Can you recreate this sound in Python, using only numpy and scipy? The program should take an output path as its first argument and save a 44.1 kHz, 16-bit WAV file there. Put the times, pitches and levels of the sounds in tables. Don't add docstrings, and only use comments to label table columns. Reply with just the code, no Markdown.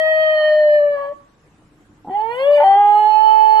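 import sys
import numpy as np
from scipy import signal
from scipy.io import wavfile
from scipy.ndimage import uniform_filter1d

SR = 44100
rng = np.random.default_rng(int(sys.argv[2]) if len(sys.argv) > 2 else 0)


def store_wav(level_fs):
    pcm = np.round(np.clip(np.atleast_2d(level_fs), -1, 1) * 32767)
    wavfile.write(sys.argv[1], SR, pcm.T.astype(np.int16))


def ratio(d):
    e = np.asarray(d, float) / 20
    return 10 ** e


N = 158760

# f/Hz, level/dB per Hz
AIR_SPECTRUM = [(25, -8), (250, -3.5), (550, -12), (1100, -12), (2000, -19), (4800, -30.5), (7000, -27),
                (13000, -37.5)]
# f/Hz, likeness/1
AIR_LIKENESS = [(60, 0.92), (170, 0.93), (500, 0.86), (1440, 0.075), (4150, 0.13)]
# f/Hz, width/Hz, level/dB
HUM_BANDS = [(38, 8, -67.5), (65, 7.3, -69), (105, 14, -65), (150, 20, -66.5), (210, 14, -70.5),
             (303, 30, -64)]
# f/Hz, T60/s
ROOM_T60_S = [(300, .45), (600, .38), (1100, .55), (4000, .45), (10000, .1)]

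# start t/s, end t/s, level/dB
RASP_SPANS = [
    (.955, 1.085, -46),
    (1.105, 1.125, -50),
    (2.085, 2.19, -50),
    (2.59, 2.64, -37),
    (2.65, 2.74, -46),
]
# f/Hz, width/Hz, level/dB
RASP_THROAT = [(900, 200, 0), (1150, 120, -8), (1920, 200, -8), (2350, 200, -16), (3120, 220, -13),
               (4300, 160, -26)]
# t/s, level/dB
CROAK_PULSES = [(2.046, -37.5), (2.053, -35), (2.061, -39.5), (2.067, -35.5), (2.073, -26.5), (2.079, -30),
                (2.084, -24.5), (2.09, -32.5), (2.096, -22.5), (2.104, -35.5)]
# f/Hz, width/Hz, level/dB
CROAK_THROAT = [(250, 140, 1), (332, 360, 1.5), (780, 110, 11.5), (1240, 180, -18)]

# t/s, fold pitch f/Hz, fundamental level/dB, octave level/dB, upper overtones level/dB,
# breath level/dB, head turn left-right level/dB
HELD_CALL = [(0.0, 630.9, -17, -39.5, -20, -40.5, 10.5), (0.25, 626.1, -15, -37, -21, -43.5, 6),
             (0.41, 614.5, -13, -38, -23.5, -41.5, 0), (0.608, 608.6, -11, -52.5, -26.5, -42.5, 2.5),
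             (0.645, 601.4, -12.5, -58, -29, -44, 1.5), (0.75, 596.3, -12.5, -49.5, -24.5, -44, 4),
             (0.846, 585, -13.5, -35.5, -34.5, -51.5, 5.5), (0.945, 575.8, -19, -41, -34, -51, 4),
             (0.972, 562.5, -24.5, -35, -39.5, -46.5, 8.5), (1.06, 561.5, -26.5, -44, -41, -46, 1.5),
             (1.122, 580, -26, -62, -56, -57, 7.5)]
RISING_CALL = [
    (2.112, 375.5, -31, -28, -49, -43.5, 2.5),
    (2.16, 411.9, -43.5, -16.5, -49, -43, -3),
    (2.294, 461.8, -29.5, -25, -40, -46, -18),
    (2.366, 498.3, -27.5, -34, -34.5, -43.5, 17),
    (2.404, 531.6, -20, -28, -33, -40, 0.5),
    (2.49, 579.8, -10.5, -44, -36, -42, 7.5),
    (2.556, 587, -11, -48, -29.5, -38, 5),
    (2.622, 582.2, -11.5, -39.5, -39.5, -40.5, 7),
    (2.635, 601, -19, -48, -41.5, -45.5, -5),
]
HIGH_CALL = [
    (2.64, 388.7, -39, -12, -35, -28.5, 0.5),
    (2.668, 389.1, -35.5, -9.5, -33, -31, 2.5),
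    (2.75, 397.8, -36, -9, -34, -35, 4.5),
    (2.765, 403.3, -29, -12, -34, -41.5, -3),
    (2.79, 407.2, -35.5, -9, -33, -54, 1),
    (2.952, 417.5, -33, -10, -32, -44, -3),
    (3.05, 425.2, -34.5, -13.5, -33.5, -49.5, -15.5),
    (3.15, 429.5, -42, -12.5, -35, -49, -16),
    (3.272, 433.3, -40, -11, -35, -57, -7.5),
    (3.59, 432.3, -37, -11, -33.5, -55, -6),
]
# f/Hz, width/Hz, level/dB
NARROW_THROAT = [(1833, 300, 2), (2350, 520, -22), (3067, 260, -11.5), (4242, 310, -19), (4820, 320, -39)]
# f/Hz, width/Hz, level/dB
OPENING_THROAT = [(1384, 230, -2), (1826, 540, -5), (2003, 180, -2), (2334, 300, -5), (2970, 580, -6.5),
                  (3383, 290, -16), (4298, 190, -18), (4670, 230, -28.5)]
# f/Hz, width/Hz, level/dB
WIDE_THROAT = [(1300, 440, -5.5), (1734, 900, -4), (1933, 160, -5.5), (2596, 240, -14.5), (3086, 285, -2.5),
               (4289, 170, -9)]
# f/Hz, width/Hz, level/dB
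NOSE_RINGS = [(6470, 690, -44), (8420, 920, -41.5), (10980, 700, -39), (12060, 600, -39.5)]
# f/Hz, width/Hz, level/dB
BREATH_RINGS = [(658, 94, -4.5), (805, 81, -1.5), (908.5, 81, -3), (976, 80, -14.5), (1820, 120, -19),
                (3130, 180, -27.5), (4380, 96, -34), (6800, 540, -38.5), (9300, 1500, -32.5),
                (11800, 900, -36)]
# f/Hz, phase/rad
PORT_LEAD_RAD = [(600, 0.16), (900, 0.23), (1250, 1.1), (1850, 2.2), (3050, 4.49), (4300, 6.5)]
# f/Hz, left-right level/dB
PORT_LEVEL_DB = [(1000, 1), (1850, -1.5), (3050, -3), (4300, 1.5), (8000, -2), (12000, -2.5)]
# t/s, loud line lead/rad, ringing band lead/rad
HEAD_TWIST = [(0, -.3, 4), (.34, -0.036, 3), (.42, -0.56, 0.4), (.58, -0.18, 1.2), (.68, -.5, 3),
              (.9, 0.066, 4), (.98, 1.1, -0.3), (1.15, 0.7, 1), (2.14, 0.39, 1.33), (2.85, -.2, 1.7),
              (3.04, -0.6, 4), (3.13, 0.7, 3.5), (3.2, 1.88, 3.5), (3.6, 1.85, 2.5)]

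# f/Hz, level/dB
BIN_GATE_DB = [(120, -58.5), (350, -52), (1300, -51.5), (2500, -59), (5000, -71.5), (6200, -74.5),
               (9000, -75), (10000, -66.5), (13000, -74)]
# f/Hz, level/dB
BAND_GATE_DB = [(1000, -80), (1300, -52), (2500, -53), (5000, -55), (5600, -90)]

RISE_S, FALL_S = 0.012, 0.014
TOP_HZ = 12900


def evened(x):
    return x / np.sqrt(np.mean(x ** 2) + 1e-20)


def read(points, hz):
    f, value = np.transpose(points)
    return np.interp(np.log(hz + 1), np.log(f + 1), value)


def resonate(x, hz, width_hz):
    turn = np.exp(2j * np.pi * hz * np.arange(x.shape[-1]) / SR)
    r = np.exp(-np.pi * width_hz / SR)
    return 2 * (turn * signal.lfilter([1 - r], [1, -r], x / turn + 1e-18)).real


def resonate_twice(x, hz, width_hz):
    return resonate(resonate(x, hz, width_hz), hz, width_hz)


def wander(size, rate_hz, count=1):
    f = np.geomspace(rate_hz / 8, rate_hz, 12)[:, None] * 32 / SR
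    phase = f * np.arange(size) + rng.random((count, 12, 1))
    return np.sin(2 * np.pi * phase).sum(1) / np.sqrt(6)


def bump(hz, centre_hz, width_hz):
    return (1 + (2 * (hz - centre_hz) / width_hz) ** 2) ** -1.3


def cavity(hz, rings):
    return sum(ratio(db) * bump(hz, c, w) for c, w, db in rings)


def air():
    level_db, patch_db = -55, 2.2
    shuffle_s, shuffle_width_s, shuffle_db = 2.2, 0.49, 5.5
    frames, hz = N // 256 + 5, np.fft.rfftfreq(1024, 1 / SR)
    a, b, c, d, patches = rng.standard_normal((frames, 513, 5)).T
    patches = evened(uniform_filter1d(uniform_filter1d(patches, 8, 0), 7, 1))
    same = np.clip(read(AIR_LIKENESS, hz), -1, 1)[:, None]
    left = a + 1j * b
    right = same * left + np.sqrt(1 - same ** 2) * (c + 1j * d)
    z = np.array([left, right]) * ratio(read(AIR_SPECTRUM, hz)[:, None] + patch_db * patches)
    hiss = signal.istft(z, nperseg=1024, noverlap=768)[1][:, :N]

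    noise = rng.standard_normal(N) + 0.32 * rng.standard_normal((2, N))
    hums = sum(ratio(db) * evened(resonate_twice(noise, c, w)) for c, w, db in HUM_BANDS)
    swell = np.exp(-((np.arange(N) / SR - shuffle_s) / shuffle_width_s) ** 2)
    return ratio(level_db) * evened(hiss) + hums * ratio(shuffle_db * swell)


def room(x):
    mode_hz, mode_width_hz, mode_gain = 1150, 160, 5.5
    taps = np.zeros((2, SR // 2))
    at = np.arange(300, SR // 2 - 20, 20) + rng.integers(0, 20, (2, (SR // 2 - 301) // 20))
    np.put_along_axis(taps, at, rng.choice([-1., 1.], at.shape), 1)
    hz, t, z = signal.stft(taps, SR, nperseg=256)
    decay = ratio(-60 * t / read(ROOM_T60_S, hz)[:, None])
    tail = signal.istft(z * decay, SR, nperseg=256)[1]
    x = x + mode_gain * resonate_twice(x, mode_hz, mode_width_hz)
    return signal.fftconvolve(x, tail / np.linalg.norm(tail[0]), axes=1)[:, :N]


def rasp():
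    t = np.arange(N) / SR
    level = 0
    for start_s, end_s, db in RASP_SPANS:
        ramps = np.minimum((t - start_s) / 0.012, (end_s - t) / 0.022 + 1)
        level = level + ratio(db) * np.clip(ramps, 0, 1)
    puffs = np.interp(t, t[::32], ratio(3.1 * wander(len(t[::32]), 160)[0]))
    noise = puffs * (rng.standard_normal(N) + 0.74 * rng.standard_normal((2, N)))
    rung = sum(ratio(db) * resonate(resonate_twice(noise, c, w), c, w) / np.sqrt(w)
               for c, w, db in RASP_THROAT)
    return level * evened(rung)


def croak():
    clicks = np.zeros(N)
    for s, db in CROAK_PULSES:
        clicks[round(s * SR)] = ratio(db)
    puff = np.convolve(clicks, np.exp(-np.arange(600) / 200))[:N]
    clicks = clicks + 0.037 * rng.standard_normal(N) * puff
    clicks = np.convolve(clicks, np.hanning(36) / 18)[:N]
    return sum(ratio(db) * resonate_twice(clicks, c, w) * SR / (np.pi * w) for c, w, db in CROAK_THROAT) / 2


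def breath(size):
    noise = rng.standard_normal((3, size))
    noise = noise[2] + 0.3 * noise[:2]
    return evened(sum(ratio(db) * resonate_twice(noise, c, w) / np.sqrt(w) for c, w, db in BREATH_RINGS))


def howl(curve, throat, cracks=False, holds=False):
    s, *cols = np.transpose(curve)
    fine = np.arange(max(s[0] - RISE_S, 0), s[-1] + FALL_S, 1 / SR)
    t = fine[::32]
    size = len(t)
    hz, low_db, octave_db, upper_db, breath_db, turn_db = (np.interp(t, s, c) for c in cols)
    twist_s, *leads = np.transpose(HEAD_TWIST)
    loud_lead, ring_lead = (np.interp(t, twist_s, c) for c in leads)

    crack_from_s, crack_to_s = 2.56, 2.6
    crack = cracks * np.clip((t - crack_from_s) / (crack_to_s - crack_from_s), 0, 1)
    jitter = 0.0025 * wander(size, 60)[0]
    hz = hz * (1 + jitter + 0.006 * crack ** 4 * wander(size, 150)[0])
    throb_db = 4.5 * wander(size, 70)[0].clip(-3, 1)
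    half = ratio(-26 * (1 - crack) + throb_db) * (crack > 0)
    turns = np.cumsum(np.interp(fine, t, hz)) / SR

    stack = np.sqrt(sum(cavity(k * hz, throat) ** 2 for k in range(3, 12)))
    effort_db = (upper_db - np.percentile(upper_db, 80)).clip(-40, 0)
    nose_level = ratio(-27.0 + 1.5 * effort_db)
    onset = holds * np.clip(1 - (t - s[0]) / 0.35, 0, 1)

    voice = np.zeros((2, len(fine)))
    for k in np.r_[1:TOP_HZ // hz.min(), np.arange(0.5, 7 * cracks)]:
        f = k * hz
        pocket = 1 - 0.34 * bump(f, 3690, 500)
        gain = ratio(upper_db) / stack * cavity(f, throat) + nose_level * cavity(f, NOSE_RINGS)
        gain = gain * (f < TOP_HZ) * pocket
        if k % 1:
            gain = half * (gain + ratio(-18) * bump(f, 890, 200))
        elif k < 3:
            gain = ratio(low_db if k == 1 else octave_db)
        gain = gain * ratio(-9 * onset * np.clip((f - 3500) / 400, 0, 1))

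        main = np.clip((1050 - f) / 100, 0, 1)
        ring = np.exp(-((f - 1750) / 454) ** 4)
        weak_turn = 2.4 if holds and k == 1 else 1
        head_db = main * (turn_db - 2.0) * (k % 1 == 0) * weak_turn
        pan = ratio(head_db + (2.5 - main) * read(PORT_LEVEL_DB, f))
        drift = wander(size, 7, count=4) * (1 - 0.92 * main) * (1 - 0.8 * ring)
        side = gain * 2 * np.array([pan, np.ones(size)]) / (1 + pan)
        side = side * ratio(2.5 * drift[:2])
        unrest = (1 - main) * (2.2 if cracks else 1)
        chop_db, grain_db = 1.4 * wander(size, 40.05)[0], 0.3 * wander(size, 300)[0]
        side = side * ratio(unrest * (chop_db + grain_db))

        lead = (1 - ring) * read(PORT_LEAD_RAD, f) + main * loud_lead + ring * ring_lead
        lead = lead * np.array([[0.5], [-0.5]]) + 0.55 * drift[2:] + 2 * np.pi * rng.random()
        for ear in (0, 1):
            phase = 2 * np.pi * k * turns + np.interp(fine, t, lead[ear])
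            voice[ear] += np.sqrt(2) * np.interp(fine, t, side[ear]) * np.cos(phase)

    breath_level = ratio(breath_db) + ratio(-40) * crack ** 4
    voice += np.interp(fine, t, breath_level) * breath(len(fine))
    edge = np.clip((t - s[0]) / RISE_S + 1, 0, 1) * np.clip((s[-1] - t) / FALL_S + 1, holds, 1)
    shimmer = ratio(0.3 * wander(size, 50)[0])
    out, at = np.zeros((2, N + SR)), round(t[0] * SR)
    out[:, at:at + len(fine)] = voice * np.interp(fine, t, edge * shimmer)
    return out[:, :N]


def scene():
    room_db, duck_ratio, duck_from_db = -26, 0.35, -18.5
    dog = howl(HELD_CALL, NARROW_THROAT)
    dog = dog + howl(RISING_CALL, OPENING_THROAT, cracks=True)
    dog = dog + howl(HIGH_CALL, WIDE_THROAT, holds=True)
    dog = dog + croak() + rasp()
    loud_db = 10 * np.log10(abs(uniform_filter1d(dog[1] ** 2, 4000)) + 1e-9)
    duck = ratio(-duck_ratio * np.maximum(loud_db - duck_from_db, 0))
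    tail = room(dog[:1] * 0.35 + dog[1:] * 2.0)
    return dog + ratio(room_db) * tail + air() * duck


def top_cut(x):
    return signal.sosfilt(signal.butter(12, 13070, fs=SR, output="sos"), x)


def record(dry):
    cut_db, holes_from_hz, holes_db = -34.5, 5400, 0.5
    hz, t, z = signal.stft(dry, SR, nperseg=1024, noverlap=768)
    power = (abs(z) ** 2).mean(0)
    power = uniform_filter1d(uniform_filter1d(power, size=5, axis=0), size=3, axis=1)
    loudest = power.max(0)
    weak = power < loudest * ratio(2 * read(BIN_GATE_DB, hz))[:, None]
    floor = np.percentile(power, 25, axis=1) * ratio(2 * holes_db) * (hz > holes_from_hz)
    weak = weak | (power < floor[:, None])
    bands = np.repeat(power[1:].reshape(64, 8, -1).max(1), 8, axis=0)
    weak[1:] |= bands < loudest * ratio(2 * read(BAND_GATE_DB, hz[1:]))[:, None]
    gain = np.where(weak, ratio(cut_db), 1)
    kept = signal.istft(z * gain, SR, nperseg=1024, noverlap=768)[1][:, :N]
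    return top_cut(kept)


dry = scene()
out = record(dry)
store_wav(out)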